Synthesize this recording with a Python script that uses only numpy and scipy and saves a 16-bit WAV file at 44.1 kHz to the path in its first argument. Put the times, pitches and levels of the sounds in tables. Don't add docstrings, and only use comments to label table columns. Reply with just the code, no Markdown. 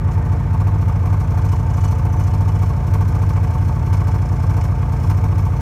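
import sys
import numpy as np
from scipy import signal
from scipy.fft import rfft, irfft
from scipy.io import wavfile
from scipy.ndimage import uniform_filter1d

SR = 44100
rng = np.random.default_rng(int(sys.argv[2]) if len(sys.argv) > 2 else 0)


def dump_mix(stems):
    frames = np.atleast_2d(stems).T
    limited = np.clip(frames, -1, 1)
    pcm = np.round(limited * 32767).astype(np.int16)
    wavfile.write(sys.argv[1], SR, pcm)


def ratio_of_db(decibels):
    return 10 ** (np.asarray(decibels, float) / 20)


N = 247389

IDLE_HZ = 28.27
STRONG_PORT_TURNS, WEAK_PORT_TURNS = .466, -.015
PORT_OPEN_S = 0.0203
FOULING = 0.75
LOOSE_HISS = 0.68
BLAST_PER_SURGE = 0.063
# (clatter [dB], gas surge [dB])
USUAL_DB, STUMBLE_DB, SCATTER_DB = (-42, -34), (-50.5, -51), (0.5, 0.6)

# (time [s], lead on a steady idle [turns])
CRANK_HUNTING = [(0.0, -0.896), (0.4, -0.865), (0.6, -0.841), (0.8, -0.771), (1.0, -0.743), (1.3, -0.709),
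                 (1.6, -0.744), (1.85, -0.815), (2.3, -0.924), (2.8, -0.877), (3.05, -0.891), (3.4, -0.837),
                 (3.7, -0.852), (4.0, -0.935), (4.58, -0.961), (4.75, -0.94), (5.12, -0.986),
                 (5.35, -0.962)]
# (frequency [Hz], t60 [s], strong cylinder swing [1], weak cylinder swing [1])
SILENCER_MODES = [(42.5, .19, .076, .029), (70.9, .106, -.274, 0), (90.3, .109, -.261, .061),
                  (94.3, .49, -.094, -.077), (101, .138, .608, -.143), (120.5, .34, .1, -.041),
                  (141.3, .083, .017, .056), (159, .194, -.099, .009), (181, .048, -.085, .089)]
# (crank order [per turn], level [dB rms], crest angle [turns])
PUMPING_ORDERS = [(2, -21.7, 0), (3, -24.9, .036), (4, -28, -.122), (5, -24, .066), (6, -39.3, .013),
                  (7, -35.8, -.069)]
# (crank order [per turn], level [dB rms], crest angle [turns])
INTAKE_ORDERS = [(9, -41.5, 0.046), (11, -47.5, 0.015), (12, -45.5, -0.0038), (16, -50, -0.02)]
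# (frequency [Hz], width [Hz], level from misfire backlash [dB], level from surge [dB])
PANEL_MODES = [(308, 67, -17, -3), (731, 30, -5.5, -9), (879, 26, -3.5, -13), (992, 56, -2, 3),
               (1069, 92, -7, 2.5), (1184, 144, -19, 0.5), (1557, 132, -7.5, -5.5), (2246, 360, -14, -12)]
# (frequency [Hz], density [dB per Hz])
GAS_SPECTRUM = [(100, -19), (170, -3), (227, -7.5), (371, -12), (444, -9.5), (565, -11.5), (718, -12),
                (800, -22.5), (892, -2.5), (970, -23), (1160, -19), (1750, -25.5), (3000, -42), (3900, -43),
                (6600, -120)]
# (frequency [Hz], density [dB per Hz])
HISS_SPECTRUM = [(1530, -30), (2600, -1.5), (2760, -42), (3000, -9), (3840, -9.5), (4330, -0.5),
                 (4780, -12.5), (5190, 0), (6070, -1), (7780, -9), (9320, -5), (10500, -14.5), (13500, -5),
                 (14400, -11.5), (15600, -10)]
# (frequency [Hz], width [Hz], level [dB], share of the lean [1])
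CLUTCH_MODES = [(2250, 310, 7.5, -0.34), (2955, 29, 7.5, .6), (3320, 36, 5, -.5), (4400, 290, -7.5, -0.089),
                (5235, 89, 7.5, -1.4), (6047, 55, 3, 1.2), (6700, 270, -4.5, 0.58)]
# (frequency [Hz], t60 [s], weak cylinder level [dB], strong cylinder level [dB])
HEADER_MODES = [(299, 0.13, -35, -32), (451.5, 0.23, -38.5, -40.5), (547, .12, -39.5, -46),
                (724, 0.39, -34.5, -36), (886.7, 0.33, -31.5, -35.5), (1000, 0.045, -50, -37),
                (1101, 0.059, -46, -27), (1137, 0.038, -53, -36)]
# (first blast [s], last blast [s])
STRONG_RUN_TIMES = [(.058, .058), (.164, .375), (.517, 1.008), (1.043, 1.184), (1.29, 1.574),
                    (1.681, 2.746), (2.852, 3.487), (3.523, 3.736), (3.843, 4.198), (4.304, 4.304),
                    (4.411, 4.694), (4.8, 4.8), (4.906, 4.906), (5.013, 5.508)]
# (time [s], clatter [dB], gas surge [dB])
ODD_BLAST_LEVELS = [(.058, -66, -30), (.164, -49, -46), (.234, -46, -52), (.517, -43, -30.5),
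                    (.727, -58, -39), (.937, -63, -47), (1.008, -73, -50), (1.184, -38.5, -39),
                    (1.502, -37, -26.5), (1.681, -55, -48), (1.895, -37, -29.5), (2.464, -43.5, -36),
                    (2.534, -53, -42), (2.923, -35, -28), (3.064, -37.5, -36), (3.276, -35, -27.5),
                    (3.346, -57, -29.5), (3.416, -41.5, -27.5), (3.594, -51, -44), (3.914, -39, -28.5),
                    (3.986, -47, -28), (4.057, -40, -32), (4.411, -42, -27.5), (4.623, -35, -28.5),
                    (4.694, -71, -47), (4.8, -69, -29.5), (4.906, -41, -33), (5.084, -34, -25.5),
                    (5.296, -55, -30), (5.508, -58, -37)]
# (first burn [s], last burn [s], burns before a miss [count], fresh charge [0-2])
WEAK_BOUT_TIMES = [(.04, .146, 2, 1.5), (.252, .429, 3, 1.2), (.499, .569, 3, 1.5), (.639, .709, 1, 1.15),
                   (.779, .849, 3, 1.3), (.99, 1.096, 2, 1.0), (1.166, 1.307, 2, 1.2),
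                   (1.485, 1.52, 2, 1.2), (1.627, 1.627, 1, .9), (1.77, 1.984, 2, 1.1),
                   (2.127, 2.127, 1, 1.0), (2.234, 2.27, 2, .9), (2.376, 2.658, 1, 1.0),
                   (2.693, 2.764, 1, .95), (2.87, 2.976, 2, 1.05), (3.047, 3.082, 2, 1.2),
                   (3.258, 3.329, 3, 1.2), (3.399, 3.54, 3, .75), (3.647, 3.647, 1, .8),
                   (3.682, 3.682, 1, 1.9), (3.753, 3.789, 2, 1.2), (3.86, 4.003, 2, .9),
                   (4.039, 4.216, 3, .5), (4.287, 4.358, 1, .5), (4.429, 4.464, 2, 1.0),
                   (4.641, 4.817, 4, .75), (4.924, 4.924, 1, .7), (5.031, 5.066, 2, 1.3),
                   (5.137, 5.455, 3, 1.05), (5.525, 5.561, 2, .65)]
# (time [s], hiss [dB], clutch tick [dB], tick lean to upper mode [dB])
DRIVE_PATH = [
    (0, -60.5, -59.5, 2.5),
    (1.1, -57, -56.5, 2),
    (1.7, -57, -53, 4),
    (2.15, -57.5, -60.5, 14),
    (2.3, -57.5, -54.5, 1),
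    (2.9, -56, -56, 3),
    (4.0, -56, -54, -0.5),
    (4.62, -56, -51, 0),
    (4.76, -56.5, -58.5, 0),
    (5.61, -55.5, -56, 2),
]
# (loosest time [s], build-up [s], settling [s], tick rise [dB])
LOOSE_SPELLS = [
    (.14, .05, 0.016, 14),
    (1.5, 0.089, 0.069, 3.5),
    (1.86, .2, 0.12, 7),
    (2.23, 0.11, 0.15, 7.5),
    (2.67, 0.28, .05, 5.5),
    (3.66, 0.036, .04, 5),
    (3.94, 0.018, 0.12, 5),
    (5.08, 0.17, .05, 5.5),
    (5.39, .02, 0.059, 2),
    (5.57, .03, 0.026, 5),
]


def colour(x, points):
    hz, db = np.transpose(points)
    f = np.fft.rfftfreq(N, 1 / SR)
    gain = ratio_of_db(np.interp(np.log(f + 1), np.log(hz), db, left=-90, right=-90))
    return irfft(rfft(x) * gain / np.sqrt(np.mean(gain ** 2)), N)


def ring(x, hz, width_hz):
    return signal.lfilter(*signal.iirpeak(hz, hz / width_hz, SR), x)


def decaying_modes(t, hz, t60_s):
    return np.sin(2 * np.pi * np.outer(t, hz)) * np.exp(-np.log(1000) * t[:, None] / t60_s)


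def strikes(turn, turns, sizes):
    out = np.zeros(N)
    inside = (turns > turn[0]) & (turns < turn[-1])
    samples = np.interp(turns[inside], turn, np.arange(N)).astype(int)
    np.add.at(out, samples, (sizes + 0 * turns)[inside])
    return out


def burst(x, rise_s, fall_s):
    for tau_s in (rise_s, fall_s):
        x = signal.lfilter([1], [1, -np.exp(-1 / (tau_s * SR))], x)
    return x / (rise_s * SR)


def firing(turn_at):
    runs = [np.arange(first, last + 1, 2) for first, last in turn_at(STRONG_RUN_TIMES)]
    strong = np.concatenate(runs)
    last_of_run = np.isin(strong, [run[-1] for run in runs])[:, None]
    after_db = np.where(last_of_run, STUMBLE_DB, USUAL_DB)
    after_db = after_db + SCATTER_DB * rng.standard_normal((len(strong), 2))
    odd = np.array(ODD_BLAST_LEVELS)
    after_db[np.searchsorted(strong, turn_at(odd[:, 0]))] = odd[:, 1:]
    weak, charge = [], []
    for first_s, last_s, row, fresh in WEAK_BOUT_TIMES:
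        turns = np.arange(turn_at(first_s), turn_at(last_s) + 1)
        place = (turns - turns[0]) % (row + 1)
        burns = place < row
        weak.append(turns[burns])
        charge.append(fresh * FOULING ** place[burns])
    return strong, after_db.T, np.concatenate(weak), np.concatenate(charge)


def crank_orders(turn, table):
    return sum(ratio_of_db(db) * np.cos(2 * np.pi * order * (turn - crest)) for order, db, crest in table)


def exhaust(turn, strong, weak, charge, surge_db):
    hz, t60_s, strong_swing, weak_swing = np.transpose(SILENCER_MODES)
    modes = decaying_modes(np.arange(SR // 2) / SR, hz, t60_s)
    strong_hits = strikes(turn, strong + STRONG_PORT_TURNS, ratio_of_db(BLAST_PER_SURGE * (surge_db + 35.0)))
    weak_hits = strikes(turn, weak + WEAK_PORT_TURNS, charge)
    blasts = signal.fftconvolve(strong_hits, modes @ strong_swing)[:N]
    blasts += signal.fftconvolve(weak_hits, modes @ weak_swing)[:N]
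    pump = crank_orders(turn, PUMPING_ORDERS)
    hum = crank_orders(turn, INTAKE_ORDERS)
    swell = 0.76 + burst(strikes(turn, strong + 1.27, 1.0), 0.0057, 0.014)
    return ratio_of_db(.5) * blasts + np.sqrt(2) * (pump + swell * hum)


def bodywork(turn, every, strong, slack, surge_db):
    chance = rng.standard_normal((len(every), 2))
    force = ratio_of_db(surge_db + 30.0)
    slack_force = force * slack[strong.astype(int) + 2]
    knock = strikes(turn, strong + 1.1, slack_force)
    thud = strikes(turn, strong + 1.6, force)
    thud += strikes(turn, every + .5, ratio_of_db(1.1 * chance[:, 1] - 5.5))
    surge = burst(strikes(turn, strong + 1.07, slack_force), 0.0016, 0.0083)
    surge += burst(thud, 0.0022, 0.002)
    lash = burst(strikes(turn, every - .02, slack * ratio_of_db(2.0 * chance[:, 0])), 0.015, 0.0037)
    backlash = (.15 + lash) * rng.standard_normal(N)
    gush = (0.32 + surge) * rng.standard_normal(N) + ratio_of_db(19) * (thud + 0.3 * knock)
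    panels = np.zeros(N)
    for k, (hz, width_hz, lash_db, gush_db) in enumerate(PANEL_MODES):
        drive = ratio_of_db(lash_db) * backlash + ratio_of_db(gush_db) * gush
        panels += (-1) ** k * ring(drive, hz, width_hz)
    gas = colour((1.02 + .5 * surge + 0.057 * lash) * rng.standard_normal(N), GAS_SPECTRUM)
    settling = np.clip(1.3 - np.arange(N) / SR, 0, 1)
    cover = ring(rng.standard_normal(N), 1835, 60) * settling
    return ratio_of_db(-16.0) * panels + ratio_of_db(-35.5) * gas + ratio_of_db(-29.5) * cover


def clatter(turn, every, strong, slack, clatter_db):
    t = np.arange(N) / SR
    path_s, hiss_db, tick_db, lean_db = np.transpose(DRIVE_PATH)
    loose_db = sum(np.interp(t, [at - rise, at, at + fall], [0, db, 0]) for at, rise, fall, db in LOOSE_SPELLS)
    hiss_db = np.interp(t, path_s, hiss_db) + LOOSE_HISS * loose_db
    tick_db = np.interp(t, path_s, tick_db) + loose_db
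    lean_db = np.interp(t, path_s, lean_db)

    chance = rng.standard_normal((len(every), 2))
    tick = burst(strikes(turn, every + .29, ratio_of_db(1.8 * chance[:, 0])), .0004, .005)
    tick += burst(strikes(turn, every + 0.4, ratio_of_db(3.5 * chance[:, 1] - 5.5)), .0008, 0.011)
    rattle = ratio_of_db(tick_db + 6.5) * tick * rng.standard_normal(N)
    modes = sum(ratio_of_db(db + share * lean_db) * ring(rattle, hz, width_hz)
                for hz, width_hz, db, share in CLUTCH_MODES)
    ticks = ring(rattle, 5640, 3600) + ratio_of_db(7.5) * modes
    ticks = signal.sosfilt(signal.butter(6, 9800, fs=SR, output="sos"), ticks)

    force = ratio_of_db(clatter_db - 11.5)
    slack_force = force * slack[strong.astype(int) + 2]
    spit = burst(strikes(turn, strong + 1.15, 1.6 * slack_force), .0004, .004)
    blow = burst(strikes(turn, strong + 1.13, 1.48 * force), 0.0053, 0.012)
    grit = ratio_of_db(1.26 * uniform_filter1d(rng.standard_normal(N), 60) * np.sqrt(60))
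    sizzle = ring((2.5 * spit + blow) * rng.standard_normal(N), 13500, 4000)
    hiss = colour(grit * (ratio_of_db(hiss_db - 1.0) + spit + blow) * rng.standard_normal(N), HISS_SPECTRUM)
    return ticks + ratio_of_db(-8.0) * sizzle + hiss


def header(turn, every, strong, slack, surge_db):
    t = np.arange(SR // 20) / SR
    hz, t60_s, weak_db, strong_db = np.transpose(HEADER_MODES)
    port = np.clip(t / 0.0069, 0, 1) * np.clip((PORT_OPEN_S - t) / 0.0014, 0, 1)
    modes = decaying_modes(t, hz, t60_s) * port[:, None]
    chance = rng.standard_normal((len(every), 4))
    rested = np.bincount(strong.astype(int) + 2, ratio_of_db(0.19 * (surge_db + 36)), len(every))
    weak_hits = strikes(turn, every - .03 + .004 * chance[:, 0], slack * ratio_of_db(1.2 * chance[:, 1]))
    strong_hits = strikes(turn, every + .47 + 0.0029 * chance[:, 2], rested * ratio_of_db(1.6 * chance[:, 3]))
    weak_ring = signal.fftconvolve(weak_hits, modes @ ratio_of_db(weak_db))
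    strong_ring = signal.fftconvolve(strong_hits, modes @ ratio_of_db(strong_db))
    return (weak_ring + strong_ring)[:N]


def scene():
    t = np.arange(N) / SR
    turn = IDLE_HZ * t + np.interp(t, *np.transpose(CRANK_HUNTING))
    strong, (clatter_db, surge_db), weak, charge = firing(lambda s: np.floor(np.interp(s, t, turn)))
    every = np.arange(-1, turn[-1] // 1 + 1)
    burnt = np.bincount(weak.astype(int) + 1, charge, len(every))
    slack = ratio_of_db(-12.0 * np.clip(2 * burnt - .7, 0, 1))
    sound = exhaust(turn, strong, weak, charge, surge_db)
    sound += bodywork(turn, every, strong, slack, surge_db)
    sound += clatter(turn, every, strong, slack, clatter_db)
    sound += header(turn, every, strong, slack, surge_db)
    return sound[None]


def band_limit(x):
    return signal.sosfilt(signal.butter(12, 15790, fs=SR, output="sos"), x)


def record(dry):
    mix = signal.sosfilt(signal.butter(1, 12, "high", fs=SR, output="sos"), dry)
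    return band_limit(mix)


dry = scene()
out = record(dry)
dump_mix(out)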